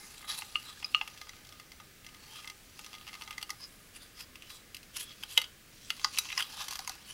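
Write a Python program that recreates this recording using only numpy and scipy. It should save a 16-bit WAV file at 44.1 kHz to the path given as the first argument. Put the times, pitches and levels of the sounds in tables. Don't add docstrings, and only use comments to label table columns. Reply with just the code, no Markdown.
import sys
import numpy as np
from scipy import signal
from scipy.fft import rfft, irfft
from scipy.io import wavfile

SR = 44100
rng = np.random.default_rng(int(sys.argv[2]) if len(sys.argv) > 2 else 0)


def master(y):
    cut = np.clip(np.atleast_2d(y).T, -1, 1)
    pcm = np.round(cut * 32767)
    wavfile.write(sys.argv[1], SR, pcm.astype(np.int16))


def gain_from_decibels(decibels):
    exponent = np.asarray(decibels, float) / 20
    return 10 ** exponent


N = 314433

# f/Hz, level/dB, t60/s
TUBES = [(813, -2, 0.18), (890, -0.5, 0.064), (1094, -1.5, 0.051), (1231, 5, 0.16), (1463, -6, 0.21),
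         (1702, -2.5, 0.12)]
# f/Hz, level/dB, t60/s
SHELL = [(1956, -20, 0.014), (2073, 0, 0.078), (2745, -3, 0.028), (2760, -39, 0.059), (2700, 8.5, 0.022),
         (2860, -1.5, 0.02), (3160, 0, 0.064), (3379, 3, 0.051)]
# f/Hz, level/dB, t60/s
PARTS = [(3930, -8, 0.053), (4457, -5, 0.032), (4826, -5, 0.071), (5050, -4.5, 0.017), (5070, 1, 0.0057),
         (5900, -4.5, 0.11), (6460, -30, 0.012)]
# f/Hz, level/dB, t60/s
RIBS = [(7900, 1, 0.0057), (9800, 0.5, 0.018), (10760, 2, 0.013), (12100, -23, 0.02), (13300, -7, 0.0097)]
REGIONS = [TUBES, SHELL, PARTS, RIBS]
# low f/Hz, high f/Hz
REGION_HZ = [(700, 1800), (1800, 3700), (3700, 7000), (7000, 14500)]
BROAD_DB = [-3, -6, 2.5, 5]
HELD_FROM_S = 3.6
FREE_TUBE_HZ, HELD_TUBE_HZ = 1195, 1067


def rms_one(x):
    return x / np.sqrt(np.mean(x ** 2) + 1e-20)


def band(x, low_hz, high_hz, order=2):
    return signal.sosfilt(signal.butter(order, [low_hz, high_hz], "band", fs=SR, output="sos"), x)


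def one_pole(x, ms):
    r = np.exp(-1000 / (max(ms, .02) * SR))
    return signal.lfilter([1 - r], [1, -r], x)


def drift(rate):
    r = np.exp(-128 * np.pi * rate / SR)
    noise = rng.standard_normal(N // 64 + 1001)
    return rms_one(signal.lfilter([1], [1, -2 * r, r * r], noise)[1000:])


def ring(x, hz, t60):
    r, w = gain_from_decibels(-60 / (t60 * SR)), 2 * np.pi * hz / SR
    return signal.lfilter([0, np.sin(w)], [1, -2 * r * np.cos(w), r * r], x)


def spikes(s, sizes):
    out = np.full(N, 1e-18)
    out[(s * SR).astype(int)] = sizes
    return out


def hiss():
    # f/Hz, density/dB per Hz
    spectrum = [(12, -23.5), (20, -1), (101, -5), (168, -7.5), (248, -8.5), (459, -13.5), (590, -15),
                (780, -19.5), (849, -27), (923, -25.5), (1530, -15), (2320, -14.5), (2530, -16),
                (13500, -24.5), (16000, -21)]
    hz = np.maximum(np.arange(N // 2 + 1) * SR / N, 1)
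    knot_hz, knot_db = np.transpose(spectrum)
    shape = gain_from_decibels(np.interp(np.log(hz), np.log(knot_hz), knot_db))
    return gain_from_decibels(-56) * rms_one(irfft(rfft(rng.standard_normal(N)) * shape, N))


def space(x):
    # delay/ms, level/dB
    echoes = [
        (6.7, -25),
        (12.5, -25),
    ]
    room_t60_s, room_db = 0.21, -16.5
    t = np.arange(SR // 2) / SR
    tail = gain_from_decibels(room_db - 60 * t / room_t60_s) * rng.standard_normal(len(t))
    response = tail * (t > .004) / np.sqrt(0.0061 * SR)
    for ms, echo_db in echoes:
        response[int(ms * SR / 1000)] += gain_from_decibels(echo_db)
    return x + one_pole(signal.fftconvolve(x, response)[:N], 0.01)


def near_spot_db(hz, spot_hz, lift_db, octaves):
    return lift_db * np.exp(-(np.log2(hz / spot_hz) / octaves) ** 2)


def held_db(hz, s):
    low_tube_hz, shift_db = 814, 6.5
    side = np.where(s > HELD_FROM_S, 1, -.5)
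    held, main, low = [near_spot_db(hz, spot_hz, shift_db, octaves=0.14)
                       for spot_hz in (HELD_TUBE_HZ, FREE_TUBE_HZ, low_tube_hz)]
    return side * (held - main - low)


def patches(grains, low_hz, high_hz):
    patchy_db, patches_per_s = 5.0, 5.0
    edges = np.geomspace(low_hz, high_hz, num=5)
    out = np.zeros(N)
    for a, b in zip(edges, edges[1:]):
        swell = gain_from_decibels(patchy_db * drift(patches_per_s))
        out += np.interp(np.arange(N) / 64, np.arange(N // 64 + 1), swell) * band(grains, a, b, order=1)
    return rms_one(out)


def strokes(t, spot_hz):
    # t/s, pressure/dB, free-hanging legs/dB, skin in the contact/dB
    rub = [(0.0, -59, 1.5, 2), (0.6, -57.5, 2, -2.5), (1.15, -62.5, 0.5, -8), (1.55, -67.5, -1.5, -14),
           (2.02, -76, -5, -8), (2.36, -54.5, 3, -4), (2.54, -73.5, 1.5, 5), (2.78, -62.5, -5.5, -6),
           (3.31, -62.5, 7, -4), (3.67, -77, -2.5, 11), (4.83, -76, -1.5, -17), (5.26, -61.5, -6, -2),
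           (5.48, -100, 7, -7), (5.82, -61, -8.5, -2), (6.21, -52.5, 1, -7), (6.73, -53.5, 7.5, -3),
           (6.87, -56, 3.5, -6), (7.13, -66, -3, -6)]
    # peak t/s, fade/s, level/dB, skin rel/dB, rubbed spot f/Hz
    swipes = [
        (0.299, 0.048, -38, -2, 3900),
        (3.965, 0.017, -53.5, 3, 2810),
        (4.02, 0.05, -57, -1, 3620),
        (4.507, 0.071, -52.5, 0, 3900),
        (4.966, 0.03, -45.5, 1, 3100),
        (5.01, 0.029, -44, 6, 3240),
        (5.304, 0.13, -50.5, -0.5, 3160),
        (6.15, 0.09, -51, 1, 3050),
        (6.398, 0.021, -35, -6, 2910),
    ]
    # peak t/s, swell/s, level/dB, skin rel/dB, rubbed spot f/Hz
    pushes = [
        (0.388, 0.018, -44.5, -0.5, 4030),
        (0.69, 0.045, -50, -6, 4000),
        (2.392, 0.081, -52, -17, 3180),
        (3.64, 0.039, -54, -22, 5050),
        (4.211, 0.039, -50.5, -3, 3300),
        (4.225, .06, -57.5, -11, 4930),
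        (4.474, 0.08, -60.5, -15, 3030),
        (5.12, 0.13, -55.5, -26, 3350),
        (6.625, 0.067, -44, -7, 3600),
        (7.107, 0.034, -50.5, 1, 2980),
    ]
    tube_rest_db, tube_follows = -63, 0.25
    half_split_db = 1.25
    swipe_rise_s, push_stop_s, edge_db = 0.02, 0.021, 10.5
    streak_db, streak_t60_s = -5.5, 0.023
    skin_loss = 0.29

    s, *columns = np.transpose(rub)
    pressure, free, skin = [np.interp(t, s, c) for c in columns]
    tubes = tube_rest_db + tube_follows * (pressure + 60) + free
    power = gain_from_decibels([tubes, pressure - half_split_db, pressure + half_split_db, pressure + skin]) ** 2

    shapes = [(s, swipe_rise_s, fade, *rest) for s, fade, *rest in swipes]
    shapes += [(s, swell, push_stop_s, *rest) for s, swell, *rest in pushes]
    streaks, noise = 0, rng.standard_normal(N)
    for s, rise, fall, db, skin_db, hz in shapes:
        away = np.where(t < s, (s - t) / rise, (t - s) / fall)
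        level = db - edge_db * away * np.maximum(away, 1)
        tilt = 10.5 * np.log2(hz / 3410)
        power += gain_from_decibels([level - 6 + free, level - tilt, level + tilt, level + skin_db]) ** 2
        spot_hz = np.where(level > pressure, hz, spot_hz)
        sing = gain_from_decibels(level + abs(tilt) + streak_db - skin_loss * skin_db)
        streaks += np.interp(np.arange(N) / SR, t, sing) * rms_one(ring(noise, hz, streak_t60_s))
    return 10 * np.log10(power), spot_hz, streaks


def rubbing():
    grip_shift_db = [3.8, 3.8, 4.5, 7.0]
    grip = .3
    grains_per_s, ticks_per_s, tick_db = 7000, 120, 17
    sample = np.arange(N)
    coarse = np.arange(N // 64 + 1) * 64
    level_db, spot_hz, streaks = strokes(coarse / SR, 3200 * 2 ** (0.25 * drift(3.04)))

    grains = gain_from_decibels(1.86 * np.minimum(rng.exponential(1, N), 5)) * rng.choice([-1, 1], N)
    grains *= rng.random(N) < grains_per_s / SR
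    grains += gain_from_decibels(tick_db + 4 * rng.standard_normal(N)) * (rng.random(N) < ticks_per_s / SR)
    level_db += 2.02 * drift(60)

    out = np.zeros(N)
    for k, modes in enumerate(REGIONS):
        stroke, broad = gain_from_decibels(level_db[k]), gain_from_decibels(BROAD_DB[k])
        share = gain_from_decibels([mode_db + near_spot_db(hz, spot_hz, lift_db=13.5, octaves=0.29)
                     + held_db(hz, coarse / SR) + grip_shift_db[k] * drift(6.1)
                     for hz, mode_db, _ in modes])
        total = np.sqrt((share ** 2).sum(axis=0) + broad ** 2 * 0.54)
        for m, (hz, _, t60) in enumerate(modes):
            push = np.interp(sample, coarse, stroke * share[m] / total)
            push *= rms_one(np.roll(grains, 1511 * m + 89 * k))
            even = np.sqrt(4 * np.log(1000) / (.5 * t60 * SR))
            out += even * ring(push, hz, grip * t60)
        dense = patches(band(grains[::-1], *REGION_HZ[k]), *REGION_HZ[k])
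        out += np.interp(sample, coarse, stroke * broad / total) * dense
    return gain_from_decibels(0.96) * band(out + streaks, 820, 16000)


def clack(s, peak, spot_hz, cycles):
    out, t = np.zeros(N + 2048), np.arange(2048) / SR
    for start, size, hz, count in zip((s * SR).astype(int), peak, spot_hz, cycles):
        swell = t * hz / count
        out[start:start + 2048] += size * np.e * swell * np.exp(-swell) * np.sin(2 * np.pi * hz * t)
    return out[:N]


def knocks(rows, spots_hz, focus_db, scatter_db, damping, clack_db, crack_db, crack_ms):
    trim_db = [-7, -8, -4.5, -4.5]
    contact_ms = [0.013, 0.022, 0.065, 0.011]
    crack_share = [0.6, 1.36, 0.82, 1.11]
    clack_cycles = [2.77, 3.43, 11.4, 2.2]
    s, shell_db, tubes, parts, crack = np.transpose(rows)[:5]
    region_db = [tubes, 0 * s, parts, crack]
    out = np.zeros(N)
    for k, modes in enumerate(REGIONS):
        hz, mode_db, t60 = np.transpose(modes)
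        peak = gain_from_decibels(shell_db + region_db[k] + trim_db[k])

        chance = rng.standard_normal((len(s), len(hz), 2))
        lift_db = near_spot_db(hz, spots_hz[k][:, None], lift_db=focus_db[:, None], octaves=.22)
        share = gain_from_decibels(mode_db + lift_db + held_db(hz, s[:, None]) + scatter_db * chance[..., 0])
        share *= np.sign(chance[..., 1] + lift_db) / np.sqrt((share ** 2).sum(axis=1, keepdims=True))
        rung = sum(ring(spikes(s, peak * share[:, m]), hz[m], damping * t60[m]) for m in range(len(hz)))

        cycles = clack_cycles[k] * (0.85 + 0.0093 * focus_db)
        rung += gain_from_decibels(clack_db) * clack(s, peak, spots_hz[k], cycles)
        dying = one_pole(spikes(s, peak * gain_from_decibels(-.6 * focus_db)), crack_ms * crack_share[k])
        dying = one_pole(dying, 0.38) * crack_ms * SR / 1000
        noise = rms_one(band(rng.standard_normal(N), *REGION_HZ[k]))
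        rung += gain_from_decibels(BROAD_DB[k] + crack_db) * dying * noise
        out += band(one_pole(rung, contact_ms[k]), *REGION_HZ[k], order=3)
    return out


def joint_slips():
    # t/s, shell peak/dB, leg tubes rel/dB, small parts rel/dB
    hinge = [(0.1845, -51, -17, -8), (0.2263, -36.5, -10, -17), (0.2437, -37, -4, -20),
             (1.2137, -33, -8, -2), (1.3331, -42.5, -6, -10), (1.3644, -46, -9, -1), (1.4694, -51, -15, 7),
             (1.5978, -37, -9, -2.5), (1.718, -37, -17, -3), (2.0643, -34, -22, -4), (2.145, -38, -14, -7),
             (2.4444, -33.5, -15, -8), (2.4744, -28, -21, -6), (2.4986, -31.5, -14.5, -2.5),
             (2.8628, -40.5, -5, 4), (3.0925, -35, -10, -15), (3.2354, -47, -10, 8), (3.276, -32, -9, -5),
             (3.3268, -32, -22, -12), (3.4935, -32.5, -4, -4), (6.014, -44, -1, 1)]
    # t/s, shell peak/dB, leg tubes rel/dB, small parts rel/dB
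    ball = [(0.2085, -48, -1, -16), (0.8273, -29.5, -13.5, -19), (1.0762, -28.5, -12.5, -9.5),
            (2.0462, -38.5, -19, -8), (2.0885, -40, -17, -10), (2.7916, -31.5, -11.5, -6.5),
            (3.2114, -34.5, -7, -8), (3.3077, -27, -12.5, -10), (4.356, -33, -17, -10.5),
            (4.4218, -33.5, -21, -12.5), (4.5017, -34, -11.5, -14), (4.7457, -29, -37, -5.5),
            (4.7672, -36.5, -39, -1.5), (4.83, -42, -30, -2), (4.9677, -41.5, -22, 10.5),
            (6.1744, -18.5, -25, -18), (6.2886, -27, -31, -27), (6.3026, -23.5, -21, -18),
            (6.319, -26, -24, -16)]
    # t/s, shell peak/dB, leg tubes rel/dB, small parts rel/dB
    plate = [(1.1755, -37, -26, -5), (1.27, -44.5, -1.5, -14), (1.4487, -41.5, -15, -5),
             (1.4905, -44, -10, 0.5), (1.5236, -38, -11.5, -6), (1.7999, -39, -4.5, -7),
             (2.8449, -34.5, -22, -5), (2.9824, -38, -21, -13), (3.0115, -37.5, -13, -11),
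             (3.413, -33.5, -13, -3), (5.227, -34, -15, -5), (5.9953, -32, -13, -7),
             (6.2542, -31, -12, -11), (6.6827, -25.5, -12, -2.5), (6.7083, -28.5, -6, 1),
             (6.7243, -31.5, -5.5, -1), (6.733, -37, -15, 4), (6.7165, -35, -15, -3), (6.648, -40, -8, 3),
             (6.815, -46, -3, -4), (6.755, -28.5, -8.5, -1)]
    # t/s, shell peak/dB, gap/s, shell pitch f/Hz
    creaks = [
        (2.9303, -34.5, 0.0098, 3100),
        (3.0679, -34, 0.0088, 2870),
        (3.1296, -33.5, .011, 2160),
    ]
    pitch_hz = [2046, 2875, 3300]
    joint_crack_db = [-13, -6.5, -9.5]
    creak_tubes_db, creak_parts_db = -13.5, -7.5

    rows = []
    for table, hz, crack_db in zip([hinge, ball, plate], pitch_hz, joint_crack_db):
        rows += [(*row, row[3] + crack_db, hz) for row in table]
    creak_crack_db = creak_parts_db + joint_crack_db[0]
    for s, db, gap, hz in creaks:
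        rows += [(s + k * gap, db, creak_tubes_db, creak_parts_db, creak_crack_db, hz) for k in range(3)]
    rows = np.array(rows)

    joint_hz = rows[:, 5]
    tube_hz = np.where(rows[:, 0] > HELD_FROM_S, HELD_TUBE_HZ, FREE_TUBE_HZ)
    return knocks(rows, [tube_hz, joint_hz, 1.7 * joint_hz, 4.6 * joint_hz], 0 * joint_hz + 4.9,
                  scatter_db=2.0, damping=0.86, clack_db=-9, crack_db=5.5, crack_ms=4.4)


def knob_thud():
    click = spikes(np.array([5.380]), gain_from_decibels(-40.5))
    return ring(one_pole(click, 0.21), hz=520, t60=0.082)


def firm_knocks():
    # tube pitch f/Hz, shell pitch f/Hz, part pitch f/Hz, leg tubes rel/dB, focus/dB
    spots = [(1245, 2850, 4300, -17, 17), (859, 2700, 5200, -12, -0.5), (1260, 2500, 5000, -16, 24),
             (1170, 2030, 2200, -15, 1.5), (1330, 2880, 4500, -17, -6), (1560, 3110, 4970, -15, 1.5),
             (920, 2960, 3800, -22.5, 0), (1100, 2000, 4780, -0.5, -2), (1090, 1960, 5100, -9.5, 2),
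             (1310, 2560, 3900, -15, -1), (763, 2000, 1400, -1.5, -6), (994, 2090, 6600, -6.5, 0),
             (1320, 3130, 4800, -18.5, 4)]
    # t/s, shell peak/dB, small parts rel/dB, crack rel/dB
    blows = [
        [(0.5559, -13.5, -18.5, -26), (0.9465, -7, -16.5, -35)],
        [(0.4199, -25.5, -25, -31), (1.0121, -18, -17.5, -38)],
        [(0.8445, -28, 10.5, -20)],
        [(1.2925, -34.5, 3, -12), (3.3798, -27, 1, -13), (3.5034, -25.5, 4.5, -7.5)],
        [(3.2199, -27.5, -7, -21), (3.4271, -25.5, -4.5, -12), (5.4158, -23, -9, -14), (5.903, -16.5, -8, -20)],
        [(5.235, -23, -10, -15.5), (6.4038, -18, -18, -22)],
        [(5.3757, -3, -9, -18)],
        [(6.0447, -19, 7, -16.5)],
        [(6.3767, -19, 2, -14)],
        [(6.1854, -17, 4, 0), (6.326, -24, -5, -22)],
        [(6.7905, -33, 5.5, -8), (6.8942, -35, 10, -1)],
        [(6.8751, -27, 3.5, -5)],
        [(6.4241, -20, -7.5, -11.5), (5.4415, -29, -6, -26)],
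    ]
    rows = np.array([(s, db, tubes, parts, crack, *pitches_hz, focus)
                     for (*pitches_hz, tubes, focus), hits in zip(spots, blows)
                     for s, db, parts, crack in hits])
    tube_hz, shell_hz, part_hz, focus_db = rows[:, 5:].T
    out = knocks(rows, [tube_hz, shell_hz, part_hz, 2 * part_hz], focus_db,
                 scatter_db=3.5, damping=0.61, clack_db=2.5, crack_db=0.0, crack_ms=3.57)
    return out + gain_from_decibels(-23) * np.roll(out, -int(0.0049 * SR))


def scene():
    tripod = rubbing() + joint_slips() + knob_thud() + firm_knocks()
    mono = space(tripod) + hiss()
    stray = mono * rng.choice([-1, 1], N)
    side = gain_from_decibels(-30) * band(stray, 10000, 16000, order=3)
    side += gain_from_decibels(-36) * band(stray, 1200, 11000)
    side += gain_from_decibels(-24) * band(stray, 12, 50)
    return np.array([mono + side, mono - side])


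def roll_off(x):
    return signal.sosfilt(signal.butter(12, 16500, fs=SR, output="sos"), x)


def record(dry):
    cut = signal.sosfilt(signal.ellip(10, .5, 45, 15800, fs=SR, output="sos"), dry)
    return roll_off(cut)


dry = scene()
out = record(dry)
master(out)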